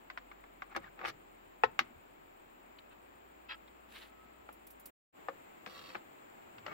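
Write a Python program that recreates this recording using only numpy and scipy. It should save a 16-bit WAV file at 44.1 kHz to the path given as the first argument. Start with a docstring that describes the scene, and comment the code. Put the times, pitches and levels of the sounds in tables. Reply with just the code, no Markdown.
"""Hand work with wire and pliers on a pole frame on an open hillside, in stereo, a little left of the microphones.
Knocks and taps ring the wood's decaying modes; scrapes and the wire pull are trains of stick-slip jerks.
Dry litter crunches in small breaks, cloth and hair brush past as grainy hiss, short squeaks glide in pitch.
After a short silence a closer spot follows, where wire is drawn round a pole. Behind lie shaped noise for
air and insects, a pulsed cricket tone, a low rumble, a thin whistle and, at the first spot, a far drone."""
import sys
import numpy as np
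from scipy import signal
from scipy.fft import rfft, irfft
from scipy.io import wavfile
from scipy.ndimage import uniform_filter1d, map_coordinates

SR = 44100
rng = np.random.default_rng(int(sys.argv[2]) if len(sys.argv) > 2 else 0)


def store_wav(level_fs):
    """Save 16-bit WAV to argv[1]."""
    pcm = np.round(np.clip(np.atleast_2d(level_fs), -1, 1) * 32767)
    wavfile.write(sys.argv[1], SR, pcm.T.astype(np.int16))


N = 296793
TIME = np.arange(N) / SR
RING_TIME = TIME[:SR // 3]
SIDES = np.array([[1], [-1]])  # left, right

# Blows on thick poles, rails and thin poles; a harder contact has a higher edge:
# (time [s], level [dB], contact edge [Hz], pitch of that pole [ratio])
POLE_KNOCKS = [(1.042, -45.5, 2800, 1), (1.6355, -23.5, 2400, 1.0)]
RAIL_KNOCKS = [(.7627, -40, 5240, 1.0), (5.2845, -38.5, 1460, 1.0), (5.666, -53.5, 806, 0.93),
               (5.9535, -60, 900, 1.04), (6.6635, -46.5, 3020, 1.1), (6.680, -49.5, 2220, 1.1)]
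THIN_POLE_TAPS = [(.1003, -48, 2850, 0.89), (.1745, -44.5, 2300, 0.86), (.3145, -54, 1710, 0.97),
                  (.439, -58.5, 1470, 0.96), (.6203, -44.5, 1620, 0.95), (.7495, -50, 1420, 0.92),
                  (.842, -61, 1890, 0.87), (.991, -53.5, 1870, 1.1), (1.0132, -52.5, 1900, 0.93),
                  (1.0496, -40.5, 2050, 0.99), (1.056, -43, 2820, 1.13), (1.075, -54, 5200, 0.96),
                  (1.7912, -28, 4200, .99), (4.4892, -51, 880, 1.03), (5.662, -49.5, 4560, 1.1),
                  (5.674, -55, 4500, 1), (5.902, -56.5, 3600, 1.16), (5.947, -49.5, 1890, 0.8),
                  (5.9525, -42, 1690, 1.04), (6.5825, -57, 3400, 1.2), (6.664, -51, 4500, 1.29)]
# Modes of the struck wood: (frequency [Hz], level [dB], t60 [s])
THICK_POLE_MODES = [(303, -15.5, 0.055), (434.5, -8, 0.061), (508, -7.5, 0.073), (745, 2, 0.018),
                    (893, -0.5, 0.041), (1053, -15.5, 0.089), (1314, -12.0, 0.083), (1390, -11, 0.03),
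                    (1514, -22.5, 0.08), (1700, -5.0, 0.017), (1780, -20, 0.089), (1925, -10.5, 0.049),
                    (2594, -2, 0.022), (3550, -9, 0.0083)]
RAIL_MODES = [(325, -18.5, 0.087), (478, -9.0, 0.067), (545, -10.5, 0.13), (660, -9, 0.034),
              (800, -2, 0.026), (959, -9, 0.031), (1113, -14, 0.097), (1214, 1, 0.034),
              (1456, -38.0, 0.018), (1765, -3.5, 0.035), (2382, -7.5, 0.029), (2720, -6, 0.018)]
THIN_POLE_MODES = [(338, -12, 0.12), (508, -21, .05), (809, -11, 0.06), (1183, -5.5, 0.032),
                   (1263, -24, 0.11), (1380, -8, .021), (1656, -10, .033), (1790, -21.5, .07),
                   (2030, -20, 0.069), (2232, 0.5, 0.017), (2485, -25.5, 0.077), (2636, -10, 0.021),
                   (2970, -9.5, .018), (3510, -12, .015)]
# Colour of the wood's many short-lived overtones: (frequency [Hz], level [dB])
WOOD_COLOUR = [(100, -3.5), (300, 0), (800, -4.5), (1500, -0.5), (2500, -6.5), (3500, -4.5), (5500, -8),
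               (8500, -20.5), (15000, -27)]
# Wire dragged on wood: (start [s], length [s], level [dB], contact edge [Hz])
WIRE_SCRAPES = [(0.687, 0.054, -52.5, 1470), (0.745, 0.035, -36.5, 1700), (0.786, .11, -55, 1760),
                (0.967, 0.13, -44, 1320), (1.042, 0.068, -40.5, 5750), (6.633, 0.17, -45, 1800)]
# One pull of the wire round the pole: (time [s], pitch of its resonances [ratio], level [dB])
WIRE_PULL_PATH = [(5.665, 0.96, -67), (5.71, 1.03, -54.5), (5.775, 1, -52.5), (5.87, 1.01, -54.5),
                  (5.925, 1.01, -55), (5.995, 0.88, -66)]
# Modes of the taut wire: (frequency [Hz], level [dB], t60 [s])
WIRE_MODES = [(518, -1.5, 0.21), (1131, 3.5, 0.095), (1370, 3.5, 0.052), (1874, 3.5, 0.039),
              (2670, 12, .012), (2800, 5, .02), (3874, 9.5, .015), (4380, 16, 0.011)]
# Wire squeaking as it slips in the binding:
# (start [s], length [s], first pitch [Hz], last pitch [Hz], level [dB])
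WIRE_CREAKS = [(0.741, 0.025, 1840, 1564, -43), (0.833, 0.019, 1794, 1850, -48.5),
               (0.855, 0.033, 1763, 1525, -55)]
# Soft bumps of the frame's loose joints: (time [s], lower mode [Hz], peak level [dB])
JOINT_BUMPS = [(1.803, 238, -45), (1.9, 240, -54.5), (1.958, 81.5, -56), (5.667, 202, -52),
               (5.953, 211, -50.5)]
# Dry litter crunching underfoot: (start [s], length [s], level [dB], low edge [Hz], pitch [ratio])
LITTER_CRUNCHES = [(2.783, 0.013, -52.5, 2300, 1.15), (2.901, 0.044, -61.5, 1300, 0.97),
                   (3.483, 0.074, -42.5, 1080, 1), (3.675, 0.013, -60, 2600, 1.2)]
# Single dry snaps within the loudest step: (time [s], level [dB], low edge [Hz])
LITTER_SNAPS = [(3.5108, -50, 1510), (3.5205, -50.5, 1990)]
# Modes of the dry litter: (frequency [Hz], level [dB], t60 [s])
LITTER_MODES = [(1295, -6, 0.054), (1770, 0, 0.028), (2000, 0.5, 0.029), (2640, 5.5, 0.02),
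                (3250, 2, 0.015), (3850, 3.5, 0.011)]
# Clothes and leaves brushing by: (start [s], length [s], level [dB], fine hiss level [dB])
CLOTH_RUSTLES = [(3.876, 0.24, -59.5, -66.5), (3.934, 0.075, -51, -70), (4.005, 0.06, -54, -73)]
# Hair flicking past the microphone: (time [s], level [dB])
HAIR_FLICKS = [(4.526, -56), (4.667, -51), (4.704, -51.5), (4.797, -55.5), (4.856, -44.5)]
# Spectrum of the outdoor air, only its shape counts: (frequency [Hz], level [dB per Hz])
AIR_COLOUR = [(40, -10.5), (140, -7.5), (230, -0.5), (360, 1), (470, -4.5), (780, -3.5), (1700, -10.5),
              (2550, -11.5), (3300, -18), (5800, -32.5), (7800, -66), (9600, -45.5), (12500, -26.5),
              (15000, -20)]
# Stereo spread of the air: (frequency [Hz], side minus mid [dB], left minus right [dB])
AIR_SPREAD = [(99.4, -21.5, 7.5), (348, 3, 1.5), (895, 7.5, 0.5), (2355, 0.5, 7.5), (7700, 1.5, -4),
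              (12900, 0, -2.5)]
# Far drone: (time [s], pitch before its wavering [Hz], level before its wavering [dB])
DRONE_PATH = [(0.0, 41.6, -79), (0.19, 44.1, -68.5), (2.48, 39.7, -76), (2.76, 49.2, -75),
              (3.59, 54.4, -71.5), (4.9, 54.25, -72)]

# The silence parts the first spot from the second, closer one
SILENCE_START_S, SILENCE_END_S = 4.903, 5.135
# Left minus right of the work, the shift further left at the closer spot, and its low-edge factor there
WORK_PAN_DB, NEAR_PAN_DB, NEAR_BASS = 2.5, 1.5, 0.66
# The bright tick of a contact has this level at this edge
TICK_DB, TICK_EDGE_HZ = -20, 5730


def blows(table, modes, low_hz, clatter_db, clatter_s, crack_db, spread, build_s):
    """Each blow cracks, then rings the wood's modes while its dense overtones build up and die."""
    out = np.zeros((2, N))
    for start, db, edge_hz, pitch in table:
        crack = clatter(t60=0.011, side=0.4)
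        overtones = band(clatter(clatter_s, side=1.0), low_hz=600, high_hz=16000, order=1)
        overtones = overtones * (1 - np.exp(-RING_TIME / build_s))
        tones = ring([(hz * pitch, size, t60) for hz, size, t60 in modes], spread)
        wood = tones + undb(crack_db) * crack + undb(clatter_db) * overtones
        tick = rng.standard_normal(wood.shape) * np.exp(-RING_TIME / 0.006)
        sound = contact(wood, tick, start, low_hz, edge_hz)
        add(out, start, sound * blow_gain(db))
    return out


def knocks():
    """Dull knocks set the thick poles ringing."""
    return blows(POLE_KNOCKS, THICK_POLE_MODES, low_hz=430, clatter_db=-8.5, clatter_s=0.08,
                 crack_db=-18.5, spread=0.77, build_s=0.0009)


def taps():
    """Sharp taps of pliers and wire set the thin poles ringing."""
    return blows(THIN_POLE_TAPS, THIN_POLE_MODES, low_hz=910, clatter_db=-3.0, clatter_s=0.08,
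                 crack_db=-8.5, spread=0.83, build_s=0.0006)


def rail_knocks():
    """Knocks set the rails ringing."""
    return blows(RAIL_KNOCKS, RAIL_MODES, low_hz=430, clatter_db=-4, clatter_s=0.065,
                 crack_db=-22, spread=0.57, build_s=0.00059)


def scrapes(low_edge_hz=550, db_per_octave=20):
    """Wire catches and slips on the wood at three places; every slip rings it, and more force reaches lower."""
    out = np.zeros((2, N))
    for start, length, db, edge_hz in WIRE_SCRAPES:
        press = swell(length, peak=0.63)
        wood = tick = 0
        for place in range(3):
            jerks = (slips(len(press), rate=700, scatter_db=3.5) * press)[None]
            body = clatter(t60=0.057, side=0.79) + ring(THIN_POLE_MODES, spread=0.78)
            wood = wood + signal.fftconvolve(jerks, body, axes=1)
            grit = rng.standard_normal((2, len(RING_TIME))) * np.exp(-RING_TIME / 0.0011)
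            tick = tick + signal.fftconvolve(jerks, grit, axes=1)
        # the level stands for the force: the low edge sinks as it rises above -47.5 dB
        low_hz = low_edge_hz * 2 ** (-(db + 47.5) / db_per_octave)
        sound = contact(wood, tick, start, low_hz, edge_hz)
        add(out, start, sound * stroke_gain(press, sound, db))
    return out


def wire_pull(waver=0.0143, judder_db=1.5, rasp_db=0.5, hiss_db=-18):
    """Wire sliding round a pole rasps in resonances that rise and fall with the tension, under a fine hiss."""
    s, pitch, db = np.transpose(WIRE_PULL_PATH)
    rasp = band(clatter(t60=0.037, side=1.0), low_hz=800, high_hz=6350)
    body = ring(WIRE_MODES, spread=0.48) + undb(rasp_db) * rasp
    jerks = slips(N, rate=1400, scatter_db=4.5)
    sound = signal.fftconvolve(jerks[None], body, axes=1)[:, :N]
    # reading the sound faster or slower bends its pitch
    place = np.cumsum(np.interp(TIME, s, pitch) * (1 + waver * walk(120)))
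    sound = unit(np.array([map_coordinates(ear, [place], order=3) for ear in sound]))
    hiss = fibres(N, low_hz=10500, high_hz=16000, apart=2.7) * undb(hiss_db) * pan(-5.0)
    level = undb(np.interp(TIME, s, db) + judder_db * walk(70))
    return (sound * pan(0.49) + hiss) * level * (TIME > s[0]) * (TIME < s[-1])


def creaks(waver=0.023, flutter_db=4.5):
    """The slips fall into step and the wire gives a short, unsteady, gliding squeak, made as a sine."""
    out = np.zeros((2, N))
    for start, length, from_hz, to_hz, db in WIRE_CREAKS:
        press = swell(length, peak=0.73)
        size = len(press)
        hz = np.linspace(from_hz, to_hz, size) * (1 + waver * walk(700)[:size])
        squeak = np.sin(2 * np.pi * np.cumsum(hz) / SR)
        level = undb(db + flutter_db * walk(400)[:size])
        add(out, start, squeak * press * level * pan(WORK_PAN_DB))
    return out


def surroundings(x, db=-24, t60=0.25, low_hz=150, high_hz=4500):
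    """Ground, frame and foliage scatter back a faint tail of decaying noise."""
    tail = rng.standard_normal((2, len(RING_TIME))) * decay(t60) * (1 - np.exp(-RING_TIME / 0.0045))
    tail = band(unit(tail) / np.sqrt(len(RING_TIME)), low_hz, high_hz, order=1)
    return undb(db) * signal.fftconvolve(x, tail, axes=1)[:, :N]


def shudder(work, db=-33, near_db=3, t60=0.52, low_hz=62, high_hz=250):
    """The frame takes up the work's energy and trembles on, low and soft, more so from close by."""
    keep = np.exp(-2 * np.log(1000) / (t60 * SR))
    energy = signal.lfilter([1 - keep], [1, -keep], np.mean(work ** 2, axis=0))
    tremble = band(rng.standard_normal(N) + 0.5 * rng.standard_normal((2, N)), low_hz, high_hz)
    return unit(tremble) * np.sqrt(energy) * undb(db + near_db * closer(TIME)) * pan(2.5)


def bumps(rise_s=0.006, t60=0.1, overtone_db=-5, overtone_ratio=1.45):
    """Loose joints of the frame settle with soft, low bumps, each a pair of damped modes."""
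    out = np.zeros((2, N))
    for start, hz, db in JOINT_BUMPS:
        bump = ring([(hz, 0, t60), (hz * overtone_ratio, overtone_db, t60)], spread=0.4)
        bump = bump * (1 - np.exp(-RING_TIME / rise_s))
        add(out, start, bump / abs(bump).max() * undb(db) * pan(WORK_PAN_DB))
    return out


def lean(start=6.5, length=0.5, hz=113, db=-62.5):
    """As she leans on it, the loaded frame gives a soft octave band of rumble that swells and eases."""
    out = np.zeros((2, N))
    press = swell(length, peak=0.49)
    rumble = band(rng.standard_normal(len(press)), hz / 2 ** 0.5, hz * 2 ** 0.5, order=4)
    add(out, start, unit(rumble) * press * undb(db) * pan(WORK_PAN_DB))
    return out


def brittle(low_hz, pitch, grit_db=1.0, top_hz=4400):
    """One break of dry litter rings its brittle modes over gritty noise; smaller pieces ring higher."""
    modes = [(hz * pitch, db, t60) for hz, db, t60 in LITTER_MODES]
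    body = ring(modes, spread=0.71) + undb(grit_db) * clatter(t60=0.019, side=0.57)
    body = band(body, low_hz, top_hz * pitch, order=2)
    return unit(band(body, low_hz / 2, top_hz * pitch, order=6))


def crunches():
    """Dry litter gives way underfoot in runs of small breaks, with a few sharp snaps."""
    out = np.zeros((2, N))
    for start, length, db, low_hz, pitch in LITTER_CRUNCHES:
        press = swell(length, peak=0.36)
        breaks = slips(len(press), rate=2400, scatter_db=3.0) * press
        sound = unit(signal.fftconvolve(breaks[None], brittle(low_hz, pitch), axes=1))
        add(out, start, sound * stroke_gain(press, sound, db))
    for start, db, low_hz in LITTER_SNAPS:
        snap = unit(brittle(low_hz, pitch=0.93) * np.exp(-RING_TIME / 0.0096))
        add(out, start, snap * blow_gain(db))
    return out * pan(0.6)


def rustles(flutter_db=1.5):
    """Each brush of cloth or leaves swells and flutters, with a fine hiss on top."""
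    out = np.zeros((2, N))
    for start, length, db, hiss_db in CLOTH_RUSTLES:
        press = swell(length, peak=0.35)
        size = len(press)
        press = press * undb(flutter_db * walk(169)[:size])
        brush = fibres(size, low_hz=1270, high_hz=4200, apart=1.0) * undb(db) * pan(0.6)
        hiss = fibres(size, low_hz=6340, high_hz=16400, apart=3.6) * undb(hiss_db) * pan(-6.0)
        add(out, start, (brush + hiss) * press)
    return out


def flicks(attack_s=0.001, t60=0.085, skirt_db=-14):
    """Strands of hair catch, stronger at the right microphone: a sudden, very high hiss that dies fast."""
    out = np.zeros((2, N))
    shape = (1 - np.exp(-RING_TIME / attack_s)) * decay(t60)
    for start, db in HAIR_FLICKS:
        hiss = fibres(len(shape), low_hz=13000, high_hz=16500, apart=2.8)
        skirt = fibres(len(shape), low_hz=3730, high_hz=10000, apart=1.0)
        add(out, start, (hiss + undb(skirt_db) * skirt) * shape * undb(db) * pan(-3.5))
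    return out


def air(first_db=-63, near_db=2.5):
    """Wide, nearly steady wash of distant foliage and insects: shaped noise, louder at the closer spot."""
    hz = np.fft.rfftfreq(N, 1 / SR)
    mid, side = rfft(rng.standard_normal((2, N)))
    width = undb(along(AIR_SPREAD, hz))
    balance = undb(SIDES * along(AIR_SPREAD, hz, axis=2) / 2)
    ears = (mid + SIDES * width * side) * balance
    sound = irfft(ears * undb(along(AIR_COLOUR, hz)), N)
    return sound / np.std(sound.mean(axis=0)) * undb(first_db + near_db * closer(TIME) + 0.16 * walk(1.8))


def cricket(db=-81.0, near_drop_db=5, hz=8570, period_s=0.131, pulse_s=0.028):
    """One thin cricket chirps in pairs of pulses on a slightly wavering tone, softer at the closer spot."""
    since = (TIME + 0.002 * walk(3)) % period_s
    pulses = np.sin(np.pi * since / pulse_s) ** 2 * (since < 2 * pulse_s)
    tone = np.sqrt(2) * np.sin(2 * np.pi * np.cumsum(hz + 22 * walk(90)) / SR)
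    return tone * pulses * undb(db - near_drop_db * closer(TIME) + 1.4 * walk(16))


def insects(chorus_db=-80.5, chorus_near_db=4, trill_db=-93, trill_near_db=7):
    """To the right, a steady noise-band chorus, and above it the cricket over the blurred trill of others."""
    chorus = narrow(hz=7326, width_hz=650) * undb(chorus_db + chorus_near_db * closer(TIME))
    trill_level = undb(trill_db + trill_near_db * closer(TIME) + 2.5 * walk(20))
    trill = narrow(hz=8485, width_hz=120) * trill_level
    return (chorus + cricket() + trill) * pan(-10.0)


def whistle(start_s=4.07, attack_s=0.023, hold_s=0.16, fade_s=0.12, hz=1296, db=-70, rest=0.26):
    """A thin, unsteady sine whistle, faint throughout, swells once and dies back."""
    tone = np.sin(2 * np.pi * np.cumsum(hz + 9 * walk(40)) / SR)
    age = np.maximum(TIME - start_s, 0)
    fade = np.exp(-np.maximum(age - hold_s, 0) / fade_s)
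    blow = rest + np.minimum(age / attack_s, 1) * fade
    return tone * blow * undb(db + 4.0 * walk(30))


def drone():
    """A far, low sine wavers in pitch and level, at the first spot only."""
    s, hz, db = np.transpose(DRONE_PATH)
    turns = np.cumsum(np.interp(TIME, s, hz) * (1 + 0.054 * walk(6.3))) / SR
    level = undb(np.interp(TIME, s, db) + 0.71 * walk(6.2))
    return unit(np.sin(2 * np.pi * turns)) * level * (1 - closer(TIME)) * pan(1.7)


def rumble(db=-81):
    """A steady low rumble: one narrow band of noise."""
    return narrow(hz=85, width_hz=14) * undb(db)


def contact(wood, tick, start, low_hz, edge_hz):
    """A softer contact cuts the wood's treble; a harder one adds a bright tick, stronger on the right."""
    wood = band(wood, low_hz * NEAR_BASS ** closer(start), edge_hz)
    wood = np.array([unit(ear) for ear in wood]) * pan(WORK_PAN_DB + NEAR_PAN_DB * closer(start))
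    # the tick grows with the cube of the edge
    tick_gain = undb(TICK_DB) * (edge_hz / TICK_EDGE_HZ) ** 3
    tick = unit(band(tick, low_hz=7000, high_hz=16700, order=1)) * tick_gain
    return wood + tick * pan(-7.5)


def ring(modes, spread):
    """Decaying modes, signs alternating in pairs; phases differ between the microphones (spread in radians)."""
    out = 0
    for k, (hz, db, t60) in enumerate(modes):
        phase = spread * rng.choice([-1, 1]) * SIDES
        detuned_hz = hz * (1 + 0.0073 * rng.standard_normal())
        wave = np.sin(2 * np.pi * detuned_hz * RING_TIME + phase)
        out = out + (-1) ** (k // 2) * undb(db) * wave * decay(t60)
    return unit(out * (1 - np.exp(-RING_TIME / 0.00043)))


def clatter(t60, side, slope=0.13):
    """Dense wood overtones as half-octave noise bands; t60 holds at 1 kHz and the high bands die first."""
    hz = np.fft.rfftfreq(len(RING_TIME), 1 / SR)
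    mid, apart = rng.standard_normal((2, len(RING_TIME)))
    noise = rfft(mid + side * apart * SIDES) * undb(along(WOOD_COLOUR, hz))
    out = 0
    for centre in np.geomspace(125, 16000, 15):
        in_band = abs(np.log2((hz + 1) / centre)) < 1 / 4
        part = irfft(noise * in_band, len(RING_TIME))
        out = out + part * decay(t60 / (centre / 1000) ** slope)
    return unit(out)


def slips(shape, rate, scatter_db):
    """Stick-slip: tiny jerks of uneven size, either way, at random moments (rate per second)."""
    happens = rng.random(shape) < rate / SR
    return happens * rng.choice([-1, 1], shape) * undb(scatter_db * rng.standard_normal(shape))


def fibres(size, low_hz, high_hz, apart):
    """Dense dry grains of fibres flicking past each other, thinning gently below and steeply above."""
    grains = slips((3, size), rate=15000, scatter_db=7.5)
    sound = band(grains[0] + apart * grains[1:], low_hz, high_hz, order=2)
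    return unit(band(sound, low_hz / 2, high_hz, order=5))


def narrow(hz, width_hz):
    """Stereo noise of rms 1 in one bell-shaped band."""
    bell = np.exp(-((np.fft.rfftfreq(N, 1 / SR) - hz) / width_hz) ** 2)
    return unit(irfft(rfft(rng.standard_normal((2, N))) * bell, N))


def swell(length, peak):
    """Pressure of one stroke: up to its strongest moment, a share of its length, and down again."""
    share = np.arange(0, 1, 1 / (length * SR))
    return np.interp(share, [0, np.clip(peak, 0.05, 0.95), 1], [0, 1, 0]) ** 0.79


def decay(t60):
    """Exponential decay by 60 dB in t60 seconds."""
    return np.exp(-np.log(1000) * RING_TIME / t60)


def blow_gain(db):
    """Gain for a ring of rms 1, its level counted as if all its energy lay in 30 ms."""
    return np.sqrt(0.03 / RING_TIME[-1]) * undb(db)


def stroke_gain(press, sound, db):
    """Gain that matches a sound of rms 1, tail included, to the energy of its stroke."""
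    return np.sqrt(np.sum(press ** 2) / sound.shape[1]) * undb(db)


def closer(t):
    """1 at the second, closer spot, 0 at the first."""
    return 1. * (t > SILENCE_START_S)


def undb(db):
    """Decibels to gain."""
    return 10 ** (np.asarray(db) / 20)


def unit(x):
    """Scale to rms 1."""
    return x / np.sqrt(np.mean(x ** 2))


def pan(db):
    """Left and right gains for a level difference, left minus right."""
    return undb(SIDES * db / 2)


def along(table, hz, axis=1):
    """Read one column of a table on a log-frequency axis."""
    table = np.array(table)
    return np.interp(np.log(hz + 1), np.log(table[:, 0]), table[:, axis])


def band(x, low_hz, high_hz, order=2):
    """High-pass and low-pass in a row."""
    for hz, kind in ((low_hz, "high"), (high_hz, "low")):
        sections = signal.butter(order, min(hz, SR / 2 - 500), kind, fs=SR, output="sos")
        x = signal.sosfilt(sections, x)
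    return x


def walk(rate):
    """Smooth random wander with a spread near 1, taking a new value rate times a second."""
    k = int(SR / rate)
    return uniform_filter1d(np.repeat(rng.standard_normal(N // k + 1), k), k)[:N]


def add(out, start, x):
    """Mix a stereo sound in at a time."""
    i = int(start * SR)
    out[:, i:i + x.shape[1]] += x[:, :N - i]


def scene(push_db=14):
    """The hand work outdoors; dragging wire shakes the frame more than a quick blow does."""
    struck = knocks() + taps() + rail_knocks()
    dragged = scrapes() + wire_pull()
    work = struck + dragged + creaks()
    frame = shudder(struck + undb(push_db) * dragged) + bumps() + lean()
    nearby = crunches() + rustles() + flicks()
    background = air() + insects() + whistle() + drone() + rumble()
    return work + surroundings(work) + frame + nearby + background


def record(dry, top_hz=15750):
    """The sound drops out between the two spots; the top is cut steeply."""
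    corners = [SILENCE_START_S - 0.006, SILENCE_START_S + 0.004, SILENCE_END_S - 0.01, SILENCE_END_S + 0.04]
    fade = np.interp(TIME, corners, [1, 0, 0, 1])
    return signal.sosfilt(signal.ellip(10, 0.2, 70, top_hz, fs=SR, output="sos"), dry * fade)


dry = scene()
out = record(dry)
store_wav(out)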